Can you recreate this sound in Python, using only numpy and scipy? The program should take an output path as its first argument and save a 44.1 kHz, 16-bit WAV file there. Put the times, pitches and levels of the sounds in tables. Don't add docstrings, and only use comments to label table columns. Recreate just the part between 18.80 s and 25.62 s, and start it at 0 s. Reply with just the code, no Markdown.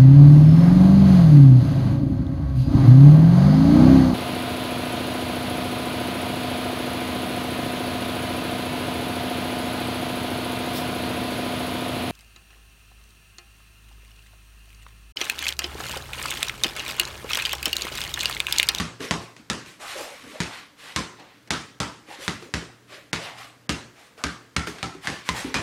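import sys
import numpy as np
from scipy import signal
from scipy.fft import rfft, irfft, next_fast_len
from scipy.io import wavfile
from scipy.ndimage import uniform_filter1d, map_coordinates

SR = 44100
rng = np.random.default_rng(int(sys.argv[2]) if len(sys.argv) > 2 else 0)


def dump_mix(stems):
    frames = np.atleast_2d(stems).T
    limited = np.clip(frames, -1, 1)
    pcm = np.round(limited * 32767).astype(np.int16)
    wavfile.write(sys.argv[1], SR, pcm)


def voltage_ratio(level):
    return 10 ** (np.asarray(level, float) / 20)


N = 300762
LEAD = SR // 10

# t/s, strength/dB, slap level/dB, push level/dB, sharpness/dB
BOUNCES = [(-.0012, -4, -1.5, -18, -10), (0.309, -2.5, 0.5, -20.5, -12), (0.6994, -3, -2, -26, 33),
           (1.6025, -1, -6.5, -26.5, -3), (2.161, -1.5, -2.5, -22.5, 23), (2.7055, -0.5, -1.5, -28.5, 5),
           (3.0016, -3.5, -6.5, -22.5, 27), (3.479, -4.5, -3, -24.5, -25), (3.7386, -5, -4, -23, -14),
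           (4.3302, -2.5, -3, -24, -14), (4.8928, -2, -2.5, -20.5, -7), (5.438, -3, -2, -22.5, 10),
           (5.7642, -3, 0, -22.5, -9), (6.0279, -7, -8, -26, -17), (6.2715, -4, -7, -36, -39),
           (6.4891, -6.5, -1, -20.5, -19), (6.7417, 0.3, -6.5, -25, -14)]
# f/Hz, level/dB, time to fall by 60 dB/s
BAY_MODES = [(67.2, -3, 0.18), (116.9, -18, 0.59), (165.1, -5, 0.25), (221, -7, 0.084), (292.4, -9, 0.22),
             (358.6, -23, 0.81), (430, -15.5, 0.23), (547, -28, 0.05)]
# f/Hz, level per Hz/dB
TAIL_COLOUR = [(59, -73), (100, 9.5), (394, -6.5), (668, -11), (997, -7.5), (1400, -8.5), (1760, -8),
               (5280, -14.5), (9520, -24.5), (11800, -34.5), (15500, -48)]
BLOCKS = (338, 1024, 570)


def bounces():
    # air mode f/Hz, air mode f/Hz, ring/dB, leg echo delay/ms, leg echo/dB
    spots = [(1180, 3190, 1, 7.1, -18), (1088, 687, 5, 1.5, -10), (1300, 1960, -2, 6.9, -22),
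             (1507, 1700, -7, 6.6, -16), (1034, 6100, 2.5, 1.4, -4), (1303, 3600, 1.3, 2.1, -17),
             (1330, 917, 5.5, 1.5, -2), (1350, 2000, -1, 4.9, -28), (1937, 1280, -2, 0.61, -11),
             (2100, 3500, -1.5, 17, -22), (1300, 1700, 0, 10, -5), (1606, 1210, 2.5, 0.89, -9),
             (1356, 2200, 4, 2.2, -5), (1330, 790, 5.5, 1.69, -3), (1750, 800, 0.5, 0.63, -4),
             (1036, 2024, 6.5, 2.23, -10), (2460, 1000, 8, 2.5, -17)]
    # delay/ms, level/dB
    late_echoes = [(7.5, -53), (11, -43), (14.8, -16), (17, -32), (30.2, -14)]
    truck_door = (5, -5.5)
    out, t = np.zeros(N + LEAD), np.arange(SR * 3 // 4) / SR
    for (s, db, slap_db, push_db, sharp_db), (hz1, hz2, ring_db, *legs) in zip(BOUNCES, spots):
        at = s + 0.00096
        add(out, at, voltage_ratio(slap_db - 1.2) * slap(sharp_db, size=600))
        for ms, echo_db in (legs, truck_door):
            add(out, at + ms / 1000, voltage_ratio(slap_db + echo_db - 3.5) * slap(sharp_db, size=600))
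        for ms, wall_db in late_echoes:
            a, b = rng.standard_normal(2)
            echo = voltage_ratio(db + wall_db + 0.83 * b) * slap(sharp_db, size=600)
            add(out, at + ms / 1000 * (1 + 0.027 * a), echo)

        dent = -np.sin(2 * np.pi * 170 * t) * voltage_ratio(-60 * t / 0.035)
        boom = ring(BAY_MODES, t, 0.0064, scatter_db=2.5, blur=0.094)
        low = voltage_ratio(push_db + 2.5) * dent + voltage_ratio(push_db - 1.5) * boom

        ping = ring([(hz1, 0, .06), (hz2, -3, .04)], t, 0.00054, scatter_db=1.0, blur=0.11)
        add(out, at, voltage_ratio(slap_db + ring_db - 26.0) * ping)

        crack = coloured(rng.standard_normal(len(t)), TAIL_COLOUR[3:]) * voltage_ratio(-60 * t / 0.019)
        add(out, at + .0004, voltage_ratio(db - 21) * crack)

        air = filtered(carport(t), lambda f: resonance(hz1, 70)(f) - 0.68 * resonance(hz2, 110)(f))
        tail = carport(t) + voltage_ratio(ring_db + 4.5) * air
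        add(out, at, voltage_ratio(db - 26.5) * tail + low)
    return out[LEAD:]


def slap(sharp_db, size):
    # f/Hz, width/Hz, level/dB
    skin_modes = [(1960, 880, 7.5), (3600, 340, 3.5), (6600, 8200, -9)]
    edge_hz = 8500
    kick = np.zeros(size)
    kick[0] = 1
    scatter = rng.standard_normal((3, 2))
    skin = [(c * (1 + 0.092 * a), w, db + 2 * b) for (c, w, db), (a, b) in zip(skin_modes, scatter)]

    def response(f):
        soft = (edge_hz ** 2 / (edge_hz ** 2 - f * f + 1.4j * f * edge_hz)) ** 3
        push = voltage_ratio(sharp_db + 11.5) * 1j * f / (900 + 1j * f)
        return soft * (push + sum(voltage_ratio(db) * resonance(c, w)(f) for c, w, db in skin))

    click = filtered(kick, response)
    return click / np.abs(click).max()


def carport(t):
    # f/Hz, time to fall by 60 dB/s
    decay_times = [(150, 0.38), (500, 0.47), (1500, 0.46), (4000, 0.44), (8000, 0.47), (14000, 0.31)]
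    hz, ts, z = signal.stft(rng.standard_normal(len(t)), SR, nperseg=256)
    level_db = along(TAIL_COLOUR, hz)[:, None] - 60 * ts / along(decay_times, hz)[:, None]
    shape = voltage_ratio(level_db) * patches(z.shape, 2.7, size=16)
    tail = signal.istft(z * shape, SR, nperseg=256)[1][:len(t)]
    start_rms = np.sqrt(np.mean(tail[:SR // 20] ** 2))
    return tail / start_rms * (1 - np.exp(-t / 0.00084))


def ring(modes, t, attack, scatter_db, blur):
    out = 0
    for hz, db, t60 in modes:
        a, b, c = rng.standard_normal(3)
        wander = blur * np.interp(t, np.arange(100) / 120, np.cumsum(rng.standard_normal(100)))
        level = voltage_ratio(db + scatter_db * a - 60 * t / t60)
        out = out + level * np.sin(2 * np.pi * hz * (1 + 0.014 * b) * t + 1.55 * c + wander)
    return out * (1 - np.exp(-t / attack))


def pats():
    # t/s, thud/dB, smack/dB, thud f/Hz, smack f/Hz
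    touches = [(0.205, -32, -25.5, 290, 1760), (0.565, -46.5, -33.5, 345, 2290),
               (0.596, -39, -55, 240, 1300), (0.861, -54, -34, 262, 2820), (0.998, -45, -43, 353, 1770),
               (1.439, -41, -36.5, 280, 1180), (2.398, -44, -35.5, 301, 910),
               (2.675, -45, -37.5, 323, 2010), (3.287, -38, -41, 304, 1840), (3.386, -36, -45, 290, 910),
               (3.625, -34, -35, 352, 1220), (5.378, -40.5, -40, 456, 1080),
               (5.872, -22.5, -19, 317.3, 1330), (5.985, -47, -32, 330, 1680), (6.149, -28, -39, 290, 1270),
               (6.245, -39, -30, 221, 1160), (6.646, -19, -34, 281, 1240)]
    out, t = np.zeros(N + LEAD), np.arange(SR // 2) / SR
    for s, db, smack_db, hz, smack_hz in touches:
        thud_modes = [(hz, 0, .06), (hz * 1.35, -14, .25), (hz * 0.98, -14, .25)]
        thud = ring(thud_modes, t, 0.0014, scatter_db=2.0, blur=0.34)
        smack = coloured(rng.standard_normal(len(t)), TAIL_COLOUR[3:]) * voltage_ratio(-60 * t / 0.017)
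        smack = smack + voltage_ratio(9) * filtered(smack, resonance(smack_hz, 160))
        boom = ring(BAY_MODES[:4], t, 0.011, scatter_db=3, blur=0.36)
        bright = voltage_ratio(smack_db) * (0.56 * smack + voltage_ratio(-18.5) * carport(t))
        add(out, s, voltage_ratio(db + 0.5) * thud + voltage_ratio(db - 12) * boom + bright)
    return out[LEAD:]


def soles():
    # t/s, rise/s, hold/s, scrape/dB, fine grit/dB
    slide_events = [(0.989, 0.026, .04, -43, -1.5), (1.018, 0.086, .03, -36, -6.5),
                    (1.134, .05, 0.06, -39, -1.5), (1.244, 0.054, 0.13, -45, -5.5),
                    (1.38, 0.13, 0.18, -45.5, -5.5), (1.676, .06, 0.056, -40, -11),
                    (1.958, .05, .03, -46.5, -6), (1.994, 0.08, 0.042, -42, -8),
                    (3.246, 0.081, 0.017, -43, -7.5), (3.369, 0.067, .02, -38.5, -3),
                    (4.066, 0.067, 0.025, -43, -9.5), (4.38, 0.055, 0.043, -37.5, -10.5),
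                    (4.55, 0.036, 0.058, -43, -6), (5.125, 0.066, 0.079, -53, -5),
                    (6.528, 0.043, 0.03, -32, -6),
                    (0.189, 0.038, 0.022, -35.5, -6), (0.4, 0.018, 0.009, -51.5, -2),
                    (0.832, 0.045, 0.022, -47, -3.5), (2.336, 0.054, 0.18, -52.5, -20),
                    (3.594, 0.026, .03, -52.5, -3), (5.367, 0.017, 0.017, -53, -1.5),
                    (5.863, 0.0066, 0.0063, -42, -2), (5.93, 0.056, .03, -45.5, -12.5),
                    (6.205, .05, 0.0088, -38, -7.5), (6.31, 0.027, .06, -42, -14),
                    (6.437, 0.044, .01, -39, -5.5), (6.64, .02, .05, -42.5, -11)]
    # t/s, rise/s, hold/s, level/dB, f/Hz
    groan_events = [(0.195, .01, 0.049, -35, 350), (0.39, 0.025, .02, -45.5, 430),
                    (0.983, 0.048, 0.11, -38.5, 920), (1.133, 0.036, .05, -34, 548),
                    (1.158, 0.026, 0.096, -39, 720), (1.405, 0.052, .06, -44.5, 330),
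                    (1.515, 0.036, .05, -41, 583), (1.638, 0.025, 0.053, -43.5, 780),
                    (1.99, 0.074, 0.042, -49, 670), (2.378, .015, .02, -46.5, 670),
                    (3.254, 0.062, 0.022, -46, 700), (3.381, 0.023, 0.018, -44.5, 586),
                    (3.597, .03, 0.046, -46.5, 370), (4.076, 0.046, .03, -46, 517),
                    (4.377, 0.028, .02, -41.5, 557), (4.442, 0.016, 0.037, -38, 780),
                    (4.551, 0.045, 0.053, -44.5, 970), (5.143, 0.048, .04, -54, 850),
                    (5.371, 0.028, 0.019, -41.5, 940), (5.867, 0.0077, 0.01, -41, 313),
                    (5.923, .02, .05, -49, 430), (6.224, .03, 0.023, -40, 930),
                    (6.519, 0.033, 0.07, -37, 700), (6.639, 0.013, 0.044, -35, 310)]
    sole_hz = [280, 400, 560, 780, 1080]
    # f/Hz, level per Hz/dB
    scrape_colour = [(530, -21), (900, -11.5), (1130, 2), (1240, -3.5), (1960, 1), (4260, -5.5),
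                     (6000, -19), (7800, -30), (13200, -120)]
    # f/Hz, level per Hz/dB
    grit_colour = [(2650, -7.5), (4500, -6.5), (5020, -1), (5830, -2), (8760, -5), (11500, -9.5),
                   (15500, -20.5)]
    all_slides = slide_events
    knots, t = np.arange(0, N / SR, .002), np.arange(N) / SR
    slides, groans = strokes(all_slides, knots), strokes(groan_events, knots)

    def power(gains):
        return np.interp(t, knots, np.sqrt(np.sum(gains ** 2, axis=0)))

    groan_hz = np.transpose(groan_events)[4]
    places = np.interp(np.log(groan_hz), np.log(sole_hz), np.arange(len(sole_hz)))[:, None]
    rubber = grains(patchy_db=-2.5)
    body = 0
    for k, c in enumerate(sole_hz):
        share = np.sqrt(np.clip(1 - abs(places - k), 0, 1))
        groan = unit(filtered(rubber, lambda f: resonance(c, .45 * c)(f) ** 2))
        body = body + power(groans * share) * groan

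    scrape = power(slides) * coloured(grains(patchy_db=1.5), scrape_colour)
    fine_gain = power(slides * voltage_ratio(np.transpose(all_slides)[4])[:, None])
    return scrape + body + fine_gain * coloured(grains(patchy_db=3.5), grit_colour)


def strokes(rows, t):
    sag_db_per_s, release_db_per_s, swell = 36.5, 148, 1.3
    s, rise, hold, db = np.transpose(rows)[:4, :, None]
    rise = rise + 0.00089
    held = np.clip(t - s - rise, 0, hold)
    after = np.maximum(t - s - rise - hold, 0)
    level = voltage_ratio(db - sag_db_per_s * held - release_db_per_s * after)
    return np.clip((t - s) / rise, 0, 1) ** swell * level


def grains(patchy_db):
    clumps = map_coordinates(rng.standard_normal(N // 300 + 4), [np.arange(N) / 300])
    sizes = np.minimum(rng.exponential(size=N), 4.5)
    x = rng.standard_normal(N) * voltage_ratio(3.4 * sizes + 0.31 * clumps)
    z = signal.stft(x, nperseg=256)[2]
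    return signal.istft(z * patches(z.shape, patchy_db, size=14), nperseg=256)[1][:N]


def patches(shape, depth_db, size):
    return voltage_ratio(depth_db * unit(uniform_filter1d(rng.standard_normal(shape), size=size, axis=1)))


def hush():
    # f/Hz, level per Hz/dB
    outdoor_colour = [(15, -56), (44, -14), (122, -3.5), (215, -5), (305, 2), (358, -16), (433, -3.5),
                      (702, -13.5), (1750, -11.5), (2350, -16), (2770, -16.5), (4370, -19), (15500, -31)]
    # t/s, level/dB
    drone_levels = [(0.0, -60), (0.51, -68), (2.14, -94), (2.28, -63), (2.68, -73.5), (2.89, -68),
                    (3.36, -67), (3.63, -78), (4.05, -61), (4.46, -64.5), (5.32, -64), (5.91, -78),
                    (6.27, -65), (6.82, -60)]
    drone_hz, hush_db = 119, -56.5
    t = np.arange(N) / SR
    drone = unit(filtered(rng.standard_normal(N), lambda f: 1 / (1 + ((f - drone_hz) / 1.6) ** 2)))
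    drone = voltage_ratio(np.interp(t, *np.transpose(drone_levels))) * drone
    return voltage_ratio(hush_db) * coloured(rng.standard_normal(N), outdoor_colour) + drone


def unit(x):
    return x / np.sqrt(np.mean(x ** 2) + 1e-20)


def along(points, hz):
    f, v = np.transpose(points)
    return np.interp(np.log(hz + 1), np.log(f + 1), v)


def filtered(x, response):
    m = next_fast_len(len(x) + 8192)
    return irfft(rfft(x, m) * response(np.fft.rfftfreq(m, 1 / SR)), m)[:len(x)]


def coloured(x, spectrum):
    return unit(filtered(x, lambda hz: voltage_ratio(along(spectrum, hz))))


def resonance(c, w):
    return lambda f: 1j * f * w / (c * c - f * f + 1j * f * w)


def add(track, s, sound):
    part = track[round(s * SR) + LEAD:][:len(sound)]
    part += sound[:len(part)]


def scene():
    low_hz = 60
    cut = lambda f: (f * f / (f * f - low_hz ** 2 - 1.2j * f * low_hz)) ** 2
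    return (filtered(bounces() + pats(), cut) + soles() + hush())[None]


def dulled_around_slaps(x):
    first, length, short = BLOCKS
    dull = filtered(x, lambda f: 1 / (1 + (f / 2600) ** 12))
    capped = filtered(x, lambda f: 1 / (1 + (f / 13200) ** 40))
    gap, leak, cap = np.zeros((3, N))
    for s, _, db, *_ in BOUNCES[1:]:
        hit = round((s + .0011) * SR)
        start = hit - (hit - first - short) % length
        if np.mean(x[hit - 900:hit - 250] ** 2) < voltage_ratio(-47) ** 2:
            gap[start:hit - 130] = 1
        leak[hit - 130:hit] = voltage_ratio(db - 45)
        early = hit - start < length // 2
        cap[hit + (-250 if early else 150):start + 2 * length] = 1
    gap, cap = uniform_filter1d(np.array([gap, cap]), size=40)
    noise = leak * coloured(rng.standard_normal(N), TAIL_COLOUR[3:])
    return x + gap * (dull - x) + cap * (capped - x) + noise


def thinned(x):
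    # f/Hz, share from 0 to 1
    lost_bands = [(7000, 0), (10000, .1), (12000, .3), (13500, .55), (15500, .75)]
    first, length, _ = BLOCKS
    grid = dict(fs=SR, window='cosine', nperseg=2 * length, noverlap=length)
    hz, t, z = signal.stft(np.pad(x, (length - first, 0)), **grid)
    chance = np.repeat(rng.random((len(hz) // 6 + 1, len(t))), 6, axis=0)[:len(hz)]
    to_slap = np.abs(t[:, None] - (length - first) / SR - np.transpose(BOUNCES)[0]).min(axis=1)
    whole = to_slap < length / SR
    share = along(lost_bands, hz)[:, None] * ~whole
    kept = z * (chance >= share) / np.sqrt(1 - share)
    return signal.istft(kept, **grid)[1][length - first:][:N]


def low_pass(x):
    return signal.sosfilt(signal.butter(12, 15620, fs=SR, output="sos"), x)


def record(dry):
    top, hard = .76, 6
    x = dry[0] / (1 + np.abs(dry[0] / top) ** hard) ** (1 / hard)
    mix = thinned(dulled_around_slaps(x))[None]
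    return low_pass(mix)


dry = scene()
out = record(dry)
dump_mix(out)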